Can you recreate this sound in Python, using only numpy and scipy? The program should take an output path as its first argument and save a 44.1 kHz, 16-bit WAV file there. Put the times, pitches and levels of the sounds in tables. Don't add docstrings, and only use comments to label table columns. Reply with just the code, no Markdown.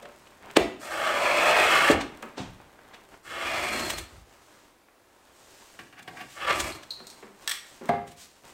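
import sys
import numpy as np
from scipy import signal
from scipy.io import wavfile
from scipy.ndimage import map_coordinates

SR = 44100
rng = np.random.default_rng(int(sys.argv[2]) if len(sys.argv) > 2 else 0)


def transcribe(u):
    v = np.clip(np.atleast_2d(u).T, -1, 1)
    q = np.round(v * 32767).astype(np.int16)
    wavfile.write(sys.argv[1], SR, q)


N = 376173
TIME = np.arange(N) / SR
BINS = np.fft.rfftfreq(8192, 1 / SR)
LEAD_S = 0.05

# rasp in dB, bite of the edge in dB, flexing of the board in dB, paper fizz in dB, sway of the sheet in dB.
STROKES = [(0.788, 1.633, 1.9, 1.97, 0.97, 1.5, 1.04, -21, -23.5, -35.5, -34, -54.5),
           (3.222, 3.527, 3.89, 4.06, 1.05, 8.4, 1.23, -30.5, -31, -43, -40.5, -53),
           (6.33, 6.509, 6.596, 6.794, 1.52, 12.3, 2.5, -26.5, -28, -43, -41.5, -54.5)]
RASP_LAW = (0.023, 0.95, 0.95)
BITE_LAW = (0.03, 1.16, 0.87)
FLEX_LAW = (0.06, 0.92, -0.37)
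FIZZ_LAW = (0.27, 1.78, -0.2)
SWAY_LAW = (0.15, 0.7, -0.75)
# frequency in Hz, relative density in dB per Hz.
RASP_SPECTRUM = [(250, -31), (400, -11), (510, -4.5), (640, 4), (900, -3), (1180, 1.5), (1600, 0),
                 (2000, -11), (3200, -42)]
BITE_SPECTRUM = [(1100, -31), (1850, -4), (2200, 2), (2650, -2.5), (3000, -4), (3350, -5), (3700, -12.5),
                 (4300, -13), (5500, -18.5), (8000, -31.5), (16000, -52.5)]
FLEX_SPECTRUM = [(60, -33), (130, -8), (190, -8.5), (260, -3.5), (335, 5.5), (400, 0.5), (470, -10),
                 (600, -30), (1500, -53)]
FIZZ_SPECTRUM = [(2000, -60.5), (4000, 4.5), (6200, 3), (8400, 6.5), (9800, -3.5), (13000, -4),
                 (16000, -12.5)]
SWAY_SPECTRUM = [(20, -41.5), (35, -17), (52, -1.5), (65, -2), (82, -2.5), (110, -7), (160, -12),
                 (400, -55)]
# frequency in Hz, width in Hz, relative level in dB.
BOARD_RESONANCES = [(739, 30, 4), (1140, 56, -0.5), (1630, 160, 1.5), (1900, 110, -4), (2310, 260, -4.5),
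                    (2800, 200, -7.5), (3400, 280, -13), (4700, 950, -20)]
# middle in seconds, length in seconds, resonance in Hz,
# level in dB before the rasp trim.
CHATTERS = [(0.053, 0.094, 560, -45), (1.25, 0.81, 604, -33), (1.53, 0.76, 2530, -30),
            (1.73, 0.3, 2140, -30.5), (3.499, 0.33, 1196, -44), (3.72, 0.19, 2250, -40),
            (3.776, 0.29, 230, -41.5), (3.827, 0.39, 4240, -43), (6.152, 0.24, 757, -51),
            (6.506, 0.13, 1175, -37)]
# peak in seconds, level in dB, build-up in seconds, decay in seconds.
WOBBLES = [(0.6, -41, 0.015, 0.06), (1.93, -34.5, 0.015, 0.058), (4.0, -45, 0.038, 0.045),
           (4.14, -49.5, 0.026, 0.087)]
# peak in seconds, level in dB, decay in seconds, treble edge in Hz.
SNAPS = [(0.028, -48.5, 0.007, 9000), (0.056, -40.5, 0.0045, 2150), (0.272, -49, 0.0058, 3000),
         (0.505, -43.5, 0.0075, 2500), (0.5683, -10, 0.0041, 3020), (0.5708, -16.5, 0.0014, 15000),
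         (1.915, -25, 0.0067, 7900), (2.012, -30.5, 0.012, 4520), (2.227, -38.5, 0.0024, 12100),
         (2.943, -42, 0.011, 3000), (3.796, -30, 0.0076, 6000), (3.904, -25.5, 0.008, 13200),
         (3.985, -31.5, 0.0092, 13000), (5.995, -49, 0.0021, 15000), (6.029, -48, 0.0059, 13000),
         (6.508, -21, 0.0051, 2200), (6.603, -24.5, 0.011, 9950), (6.834, -42.5, 0.0062, 6100),
         (7.892, -40, 0.0049, 13000), (8.078, -49, 0.019, 11000), (8.118, -50, 0.014, 14900)]
# frequency in Hz, relative density in dB per Hz.
PAPER_SPECTRUM = [(25, -41), (100, -16), (500, -3), (1100, -4.5), (2500, -3.5), (3600, -3), (5000, -8.5),
                  (8400, -4.5), (10000, -13), (16000, -11.5)]
# peak in seconds, level in dB, build-up in seconds.
PRODS = [(5.791, -36.5, 0.0012), (5.813, -50, 0.001), (5.927, -46, 0.001), (5.994, -42.5, 0.017),
         (6.078, -35.5, 0.0012), (6.174, -41, 0.008), (6.213, -36.5, 0.016)]
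# start in seconds, level in dB.
RECOILS = [(0.5712, -7.5), (1.9, -9.5), (1.907, -9.5)]
# start in seconds, level in dB.
LANDINGS = [(7.8915, -19), (7.9355, -33)]
# frequency in Hz, relative level in dB,
# time to fall 60 dB in seconds before division by the damping.
PANEL_MODES = [(284, -32.5, 0.025), (344, 4, 0.043), (423, 0, 0.044), (506, -2, 0.069), (578, -3, 0.043),
               (784, -10.5, 0.032)]
PIECE_MODES = [(234, -2, 0.089), (407, -11.5, 0.45), (530, -17.5, 0.63), (703.5, 4.5, 0.19),
               (802, -4, 0.27), (886, -9, 0.14), (952, -16, 0.2), (1160, -32, 0.24), (1180, -19, 0.42)]
# peak in seconds, level in dB before the slider gain.
NOTCHES = [(7.476, -22.5), (7.494, -26), (7.499, -28), (7.5125, -28), (7.5165, -25.5), (7.538, -41)]
# peak in seconds, ring level in dB, tick level in dB.
CLINKS = [(6.702, -48, -47), (6.722, -38.5, -42), (6.9063, -30.5, -44), (7.002, -47, -64),
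          (7.069, -49, -38.5), (7.101, -46, -42), (7.127, -58, -55)]
# frequency in Hz, width in Hz, relative level in dB.
HANDLE_RESONANCES = [(960, 270, -12), (1760, 80, 5), (2070, 440, -4.5), (2800, 300, -9), (3340, 180, 2),
                     (3850, 350, -6), (4400, 500, -9), (5600, 570, -5.5), (6300, 400, -19), (8100, 690, -5),
                     (9300, 560, -18), (13200, 4100, -16.5)]
STEEL_RESONANCES = [(3960, 300, -1), (4130, 260, 2), (4230, 290, 0)]
TICK_RESONANCES = [(4280, 1400, 5), (5300, 600, -7), (6550, 600, 2), (8340, 640, 3.5), (9400, 640, -8),
                   (12800, 1700, -13)]
# time of landing in seconds, level in dB.
STEPS = [(2.379, -30.5)]
# peak in seconds, knock level in dB, thud level in dB,
# decay of the knock in seconds.
BUMPS = [(0.032, -53, -53.5, 0.018), (2.228, -33.5, -37.5, 0.0083), (2.602, -47.5, -60, 0.007),
         (2.791, -45, -60, 0.0022), (4.886, -50, -66.5, 0.0012), (7.003, -44.5, -49.5, 0.006),
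         (7.227, -44, -45.5, 0.016), (7.811, -49, -41.5, 0.04)]
# shuffling in dB, jacket swish in dB.
MOVES = [(0.03, 0.35, -50.5, -69), (0.263, 0.41, -55, -61.5), (0.483, 0.17, -43, -64),
         (2.21, 0.41, -48.5, -65), (2.563, 0.51, -54, -69), (2.92, 0.44, -52, -70),
         (3.13, 0.12, -48.5, -60), (4.133, 0.22, -54.5, -56.5), (4.312, 0.14, -57, -61),
         (4.52, 0.44, -55, -59.5), (5.334, 0.65, -60, -64.5), (5.648, 0.63, -57.5, -53),
         (6.21, 0.32, -58, -53.5), (6.346, 0.13, -71, -49), (6.776, 0.47, -54, -60),
         (7.134, 0.49, -53, -57.5), (7.465, 0.26, -49.5, -53.5), (7.717, 0.26, -54.5, -51),
         (7.868, 0.09, -42, -55), (8.22, 0.12, -58, -43.5), (8.35, 0.19, -67, -61),
         (8.483, 0.13, -49, -53.5)]
# frequency in Hz, relative density in dB per Hz.
SHUFFLE_SPECTRUM = [(30, -4.5), (120, -3.5), (330, 0), (700, 0.5), (1200, -2), (2000, -6.5), (3500, -15.5),
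                    (8000, -38.5)]
JACKET_SPECTRUM = [(500, -22), (1500, -3.5), (3000, 0.5), (5500, -0.5), (8400, -0.5), (10000, -9),
                   (13000, -10.5), (16000, -13.5)]
STILL_SPECTRUM = [(15, -52.5), (25, -7), (116, -11), (160, -20), (221, -7), (246, -6.5), (313, -4),
                  (410, -5.5), (871, -8), (2920, -18), (15500, -26.5)]
# frequency in Hz, time to fall 60 dB in seconds.
ROOM_DECAY = [(100, 0.82), (400, 0.42), (1040, 0.47), (2760, 0.47), (7280, 0.41), (15000, 0.3)]


def amp(db):
    return 10 ** (np.asarray(db) / 20)


def cutting():
    starts, *_, uneven_db, rasp_db, bite_db, flex_db, fizz_db, sway_db = np.transpose(STROKES)
    unevenness = np.interp(TIME, starts, uneven_db)
    drag = amp(unevenness * (0.97 * wander(rate_hz=45) + wander(rate_hz=220)))
    crumbs = grains(per_s=7000, spread_db=2.5) * drag
    board = evened(crumbs + 0.75 * travelling(crumbs, ring_s=0.0073, per_s=1.3))

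    rasp = colour(board, shape(RASP_SPECTRUM)) * pulls(rasp_db, RASP_LAW) + chatter()
    bite = (colour(board, shape(BITE_SPECTRUM)) + snags()) * pulls(bite_db, BITE_LAW)
    flex_grains = grains(per_s=3000, spread_db=3.5) * drag
    flex = colour(flex_grains, shape(FLEX_SPECTRUM)) * pulls(flex_db, FLEX_LAW)
    fizz_grains = grains(per_s=14000, spread_db=1.5) * drag
    fizz = colour(fizz_grains, shape(FIZZ_SPECTRUM)) * pulls(fizz_db, FIZZ_LAW)
    sway_force = rng.standard_normal(N) * pulls(sway_db, SWAY_LAW) + bursts(WOBBLES)
    sway = colour(sway_force, shape(SWAY_SPECTRUM))

    body_of_cut = amp(-1) * rasp + amp(-2) * bite + amp(-3) * flex
    return room(body_of_cut, wet_db=-7) + room(amp(-3.14) * fizz, wet_db=-14) + sway


def pulls(peaks_db, law):
    creep, power, ease_share = law
    entry_s = 0.035
    out = np.zeros(N)
    for (start, full, slows, stop, curve, easing, *_), db in zip(STROKES, peaks_db):
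        speeding_up = np.interp(TIME, [start, full], [0, 1]) ** curve
        speed = speeding_up * np.interp(TIME, [slows, stop], [1, 0])
        along = np.interp(TIME, [full, slows], [0, 1])
        touching = np.clip(np.minimum(TIME - start, stop - TIME) / entry_s, 0, 1)
        out += touching * (creep + (1 - creep) * speed ** power) * amp(db - ease_share * easing * along)
    return out


def travelling(x, ring_s, per_s):
    t, out = np.arange(SR // 20) / SR, np.zeros(N)
    for k in range(3):
        ring = rng.choice([-1., 1.], len(t)) * np.exp(-t / ring_s)
        nearness = np.maximum(np.cos(2 * np.pi * (per_s * TIME + k / 3)), 0)
        out += signal.oaconvolve(x * nearness, ring / np.linalg.norm(ring))[:N]
    return out


def snags():
    gain = resonances(BOARD_RESONANCES) * band(low_hz=400, high_hz=3600) / 2
    return amp(-12) * colour(grains(per_s=70, spread_db=2.5), gain)


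def chatter():
    scrape = rng.standard_normal(N)
    out = np.zeros(N)
    for middle, length, hz, db in CHATTERS:
        tone = resonate(resonate(scrape, hz, width=170), hz, width=200)
        out += amp(db) * swell(middle, length) * evened(tone)
    return out


def snaps():
    direct, scattered = np.zeros(N), np.zeros(N)
    paper, scatter_s = shape(PAPER_SPECTRUM), 0.014
    for s, db, decay, edge_hz in SNAPS:
        rise = min(0.7 * decay, 0.0066)
        gain = amp(db) * evened(paper / np.sqrt(1 + (BINS / edge_hz) ** 4))
        thinning = np.sqrt((rise + decay) / (rise + decay + scatter_s))
        add(direct, s - LEAD_S, colour(burst(rise, decay), gain))
        add(scattered, s - LEAD_S, thinning * colour(burst(rise, decay + scatter_s), gain))
    return direct + amp(-10) * tail(scattered)


def prods():
    stabs = bursts([(s, db, rise, 0.012) for s, db, rise in PRODS])
    nudge = shake(PRODS, db=-11.5, decay_s=0.046, low_hz=100, high_hz=416)
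    return room(colour(stabs, resonances(BOARD_RESONANCES)) + nudge, wet_db=-7)


def resonant_knocks():
    panel = room(ringing(RECOILS, PANEL_MODES, contact=0.0013, damping=1.15), wet_db=-11.5)
    piece = room(ringing(LANDINGS, PIECE_MODES, contact=0.001, damping=1.23), wet_db=-9)
    open_sheet = signal.butter(2, 130, "high", fs=SR, output="sos")
    return signal.sosfilt(open_sheet, panel + piece)


def ringing(blows, modes, contact, damping):
    t, out = np.arange(SR // 2) / SR, np.zeros(N)
    ring = sum(amp(db - 60 * damping * t / t60) * np.sin(2 * np.pi * hz * t) for hz, db, t60 in modes)
    for s, db in blows:
        add(out, s, amp(db) * ring * (1 - np.exp(-t / contact)))
    return out


def body():
    panel_crack = shake(RECOILS, db=-10, decay_s=0.005, low_hz=290, high_hz=950)
    panel_rumble = shake(RECOILS, db=-15.5, decay_s=0.032, low_hz=237, high_hz=597)
    piece_crack = shake(LANDINGS, db=-2, decay_s=0.0067, low_hz=248, high_hz=1620)
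    piece_rumble = shake(LANDINGS, db=-11.5, decay_s=0.029, low_hz=185, high_hz=330)
    floor = shake(LANDINGS, db=-25, decay_s=0.054, low_hz=62, high_hz=115)
    return room(panel_crack + panel_rumble + piece_crack + piece_rumble + floor, wet_db=-3)


def slider():
    clicks = knife(NOTCHES, HANDLE_RESONANCES, contact=0.0047, echo_s=0.0045, echo_db=-24)
    return room(amp(2.5) * clicks, wet_db=-5)


def clinks():
    ring_blows = [(s, db) for s, db, _ in CLINKS]
    tick_blows = [(s, db) for s, _, db in CLINKS]
    ring = knife(ring_blows, STEEL_RESONANCES, contact=0.0046, echo_s=0.0031, echo_db=-9)
    tick = knife(tick_blows, TICK_RESONANCES, contact=0.0045, echo_s=0.0059, echo_db=-7)
    return room(ring + tick, wet_db=-2)


def knife(clicks, modes, contact, echo_s, echo_db):
    direct = colour(bursts([(s, db, 0.0001, contact) for s, db in clicks]), resonances(modes))
    return direct + amp(echo_db) * np.interp(TIME - echo_s, TIME, direct)


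def steps():
    heel_force = bursts([(s, db - 4, 0.004, 0.031) for s, db in STEPS])
    heel = colour(heel_force, band(low_hz=113, high_hz=989))
    scuff_force = bursts([(s, db - 8.5, 0.006, 0.065) for s, db in STEPS])
    scuff = colour(scuff_force, evened(shape(PAPER_SPECTRUM) * band(low_hz=100, high_hz=5530)))
    delayed = [(s + 0.018, db) for s, db in STEPS]
    boom = shake(delayed, db=-0.5, decay_s=0.016, low_hz=111, high_hz=222)
    weight = bursts([(s + 0.11, db - 18, 0.08, 0.07) for s, db in STEPS])
    bounce = colour(weight, band(low_hz=33, high_hz=60))
    return room(heel + boom, wet_db=-4) + room(scuff, wet_db=-20) + bounce


def bumps():
    thud_lingers_s = 0.012
    knock = bursts([(s, db, 0.001, decay) for s, db, _, decay in BUMPS])
    thud = bursts([(s, db, 0.0015, decay + thud_lingers_s) for s, _, db, decay in BUMPS])
    knock = colour(knock, band(low_hz=520, high_hz=1713))
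    thud = colour(thud, band(low_hz=190, high_hz=420))
    return room(knock + thud, wet_db=-2.5)


def movement():
    shuffling, swishing = amp(-65.5), amp(-74)
    for middle, length, shuffle_db, swish_db in MOVES:
        shuffling = shuffling + amp(shuffle_db) * swell(middle, length)
        swishing = swishing + amp(swish_db) * swell(middle, length)
    shuffle = colour(grains(per_s=1500, spread_db=2.5), shape(SHUFFLE_SPECTRUM)) * amp(1.8 * wander(rate_hz=43))
    swish = colour(grains(per_s=9000, spread_db=3.5), shape(JACKET_SPECTRUM)) * amp(1.2 * wander(rate_hz=35))
    crumbs = colour(grains(per_s=27, spread_db=2), shape(PAPER_SPECTRUM))
    trimmed = amp(-6) * (shuffle * shuffling + swish * swishing)
    return room(trimmed + amp(-18) * crumbs * shuffling, wet_db=-5)


def still_room():
    return amp(-62.5) * colour(rng.standard_normal(N), shape(STILL_SPECTRUM))


def room(x, wet_db):
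    return x + amp(wet_db) * tail(x)


def tail(x):
    taps = rng.choice([-1., 1.], SR) * (rng.random(SR) < 4000 / SR)
    taps[:SR // 200] = 0
    hz, t, z = signal.stft(taps, SR, nperseg=256)
    decay = amp(-60 * t / read(ROOM_DECAY, hz)[:, None])
    response = signal.istft(z * decay, SR, nperseg=256)[1]
    return signal.oaconvolve(x, response / np.linalg.norm(response))[:N]


def shake(blows, db, decay_s, low_hz, high_hz):
    force = bursts([(s, force_db, 0.0012, decay_s) for s, force_db, *_ in blows])
    return amp(db) * colour(force, band(low_hz, high_hz))


def bursts(rows):
    out = np.zeros(N)
    for s, db, rise, decay in rows:
        add(out, s - LEAD_S, amp(db) * burst(rise, decay))
    return out


def burst(rise, decay):
    t = np.arange(SR // 2) / SR - LEAD_S
    return np.exp(np.minimum(t / rise, -t / decay)) * rng.choice([-1., 1.], len(t))


def grains(per_s, spread_db):
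    size = amp(spread_db * np.minimum(rng.exponential(1, N), 4)) * rng.choice([-1, 1], N)
    return evened(size * (rng.random(N) < per_s / SR))


def wander(rate_hz):
    knots = evened(rng.standard_normal(N // 20))
    return map_coordinates(knots, [TIME * rate_hz], order=1, mode="mirror")


def swell(middle, length):
    return np.cos(np.pi * np.clip((TIME - middle) / length, -.5, .5))


def colour(x, gain):
    log_gain = np.log(np.maximum(np.r_[gain, gain[-2:0:-1]], 1e-5))
    taps = np.fft.ifft(np.exp(np.conj(signal.hilbert(log_gain)))).real
    return signal.oaconvolve(x, taps[:len(gain)])[:len(x)]


def resonate(x, hz, width):
    r = np.exp(-np.pi * width / SR)
    return signal.lfilter([1 - r], [1, -r * np.exp(2j * np.pi * hz / SR)], x).real


def resonances(modes):
    power = np.zeros(len(BINS))
    for hz, width, db in modes:
        detuning = (BINS ** 2 - hz ** 2) / (width * BINS + 1)
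        power += amp(2 * db) / (1 + detuning ** 2)
    return evened(np.sqrt(power))


def band(low_hz, high_hz):
    low_side = 1 + (low_hz / (BINS + 1)) ** 8
    high_side = 1 + (BINS / high_hz) ** 6
    return evened(1 / np.sqrt(low_side * high_side))


def shape(points):
    return evened(amp(read(points, BINS)))


def read(points, hz):
    f, value = np.transpose(points)
    return np.interp(np.log(hz + 1), np.log(f), value)


def evened(x):
    return x / np.sqrt(np.mean(x ** 2) + 1e-20)


def add(mix, s, sound):
    start = round(s * SR)
    part = mix[max(start, 0):][:len(sound) + min(start, 0)]
    sound = sound[max(-start, 0):]
    part += sound[:len(part)]


def scene():
    board = cutting() + snaps() + prods() + resonant_knocks() + body()
    tool = slider() + clinks()
    person = steps() + bumps() + movement()
    return board + tool + person + still_room()


def record(dry):
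    edge_hz = 15850
    taps = signal.firwin(511, edge_hz, window=("kaiser", 9), fs=SR)
    return signal.oaconvolve(dry, taps, "same")[None]


dry = scene()
out = record(dry)
transcribe(out)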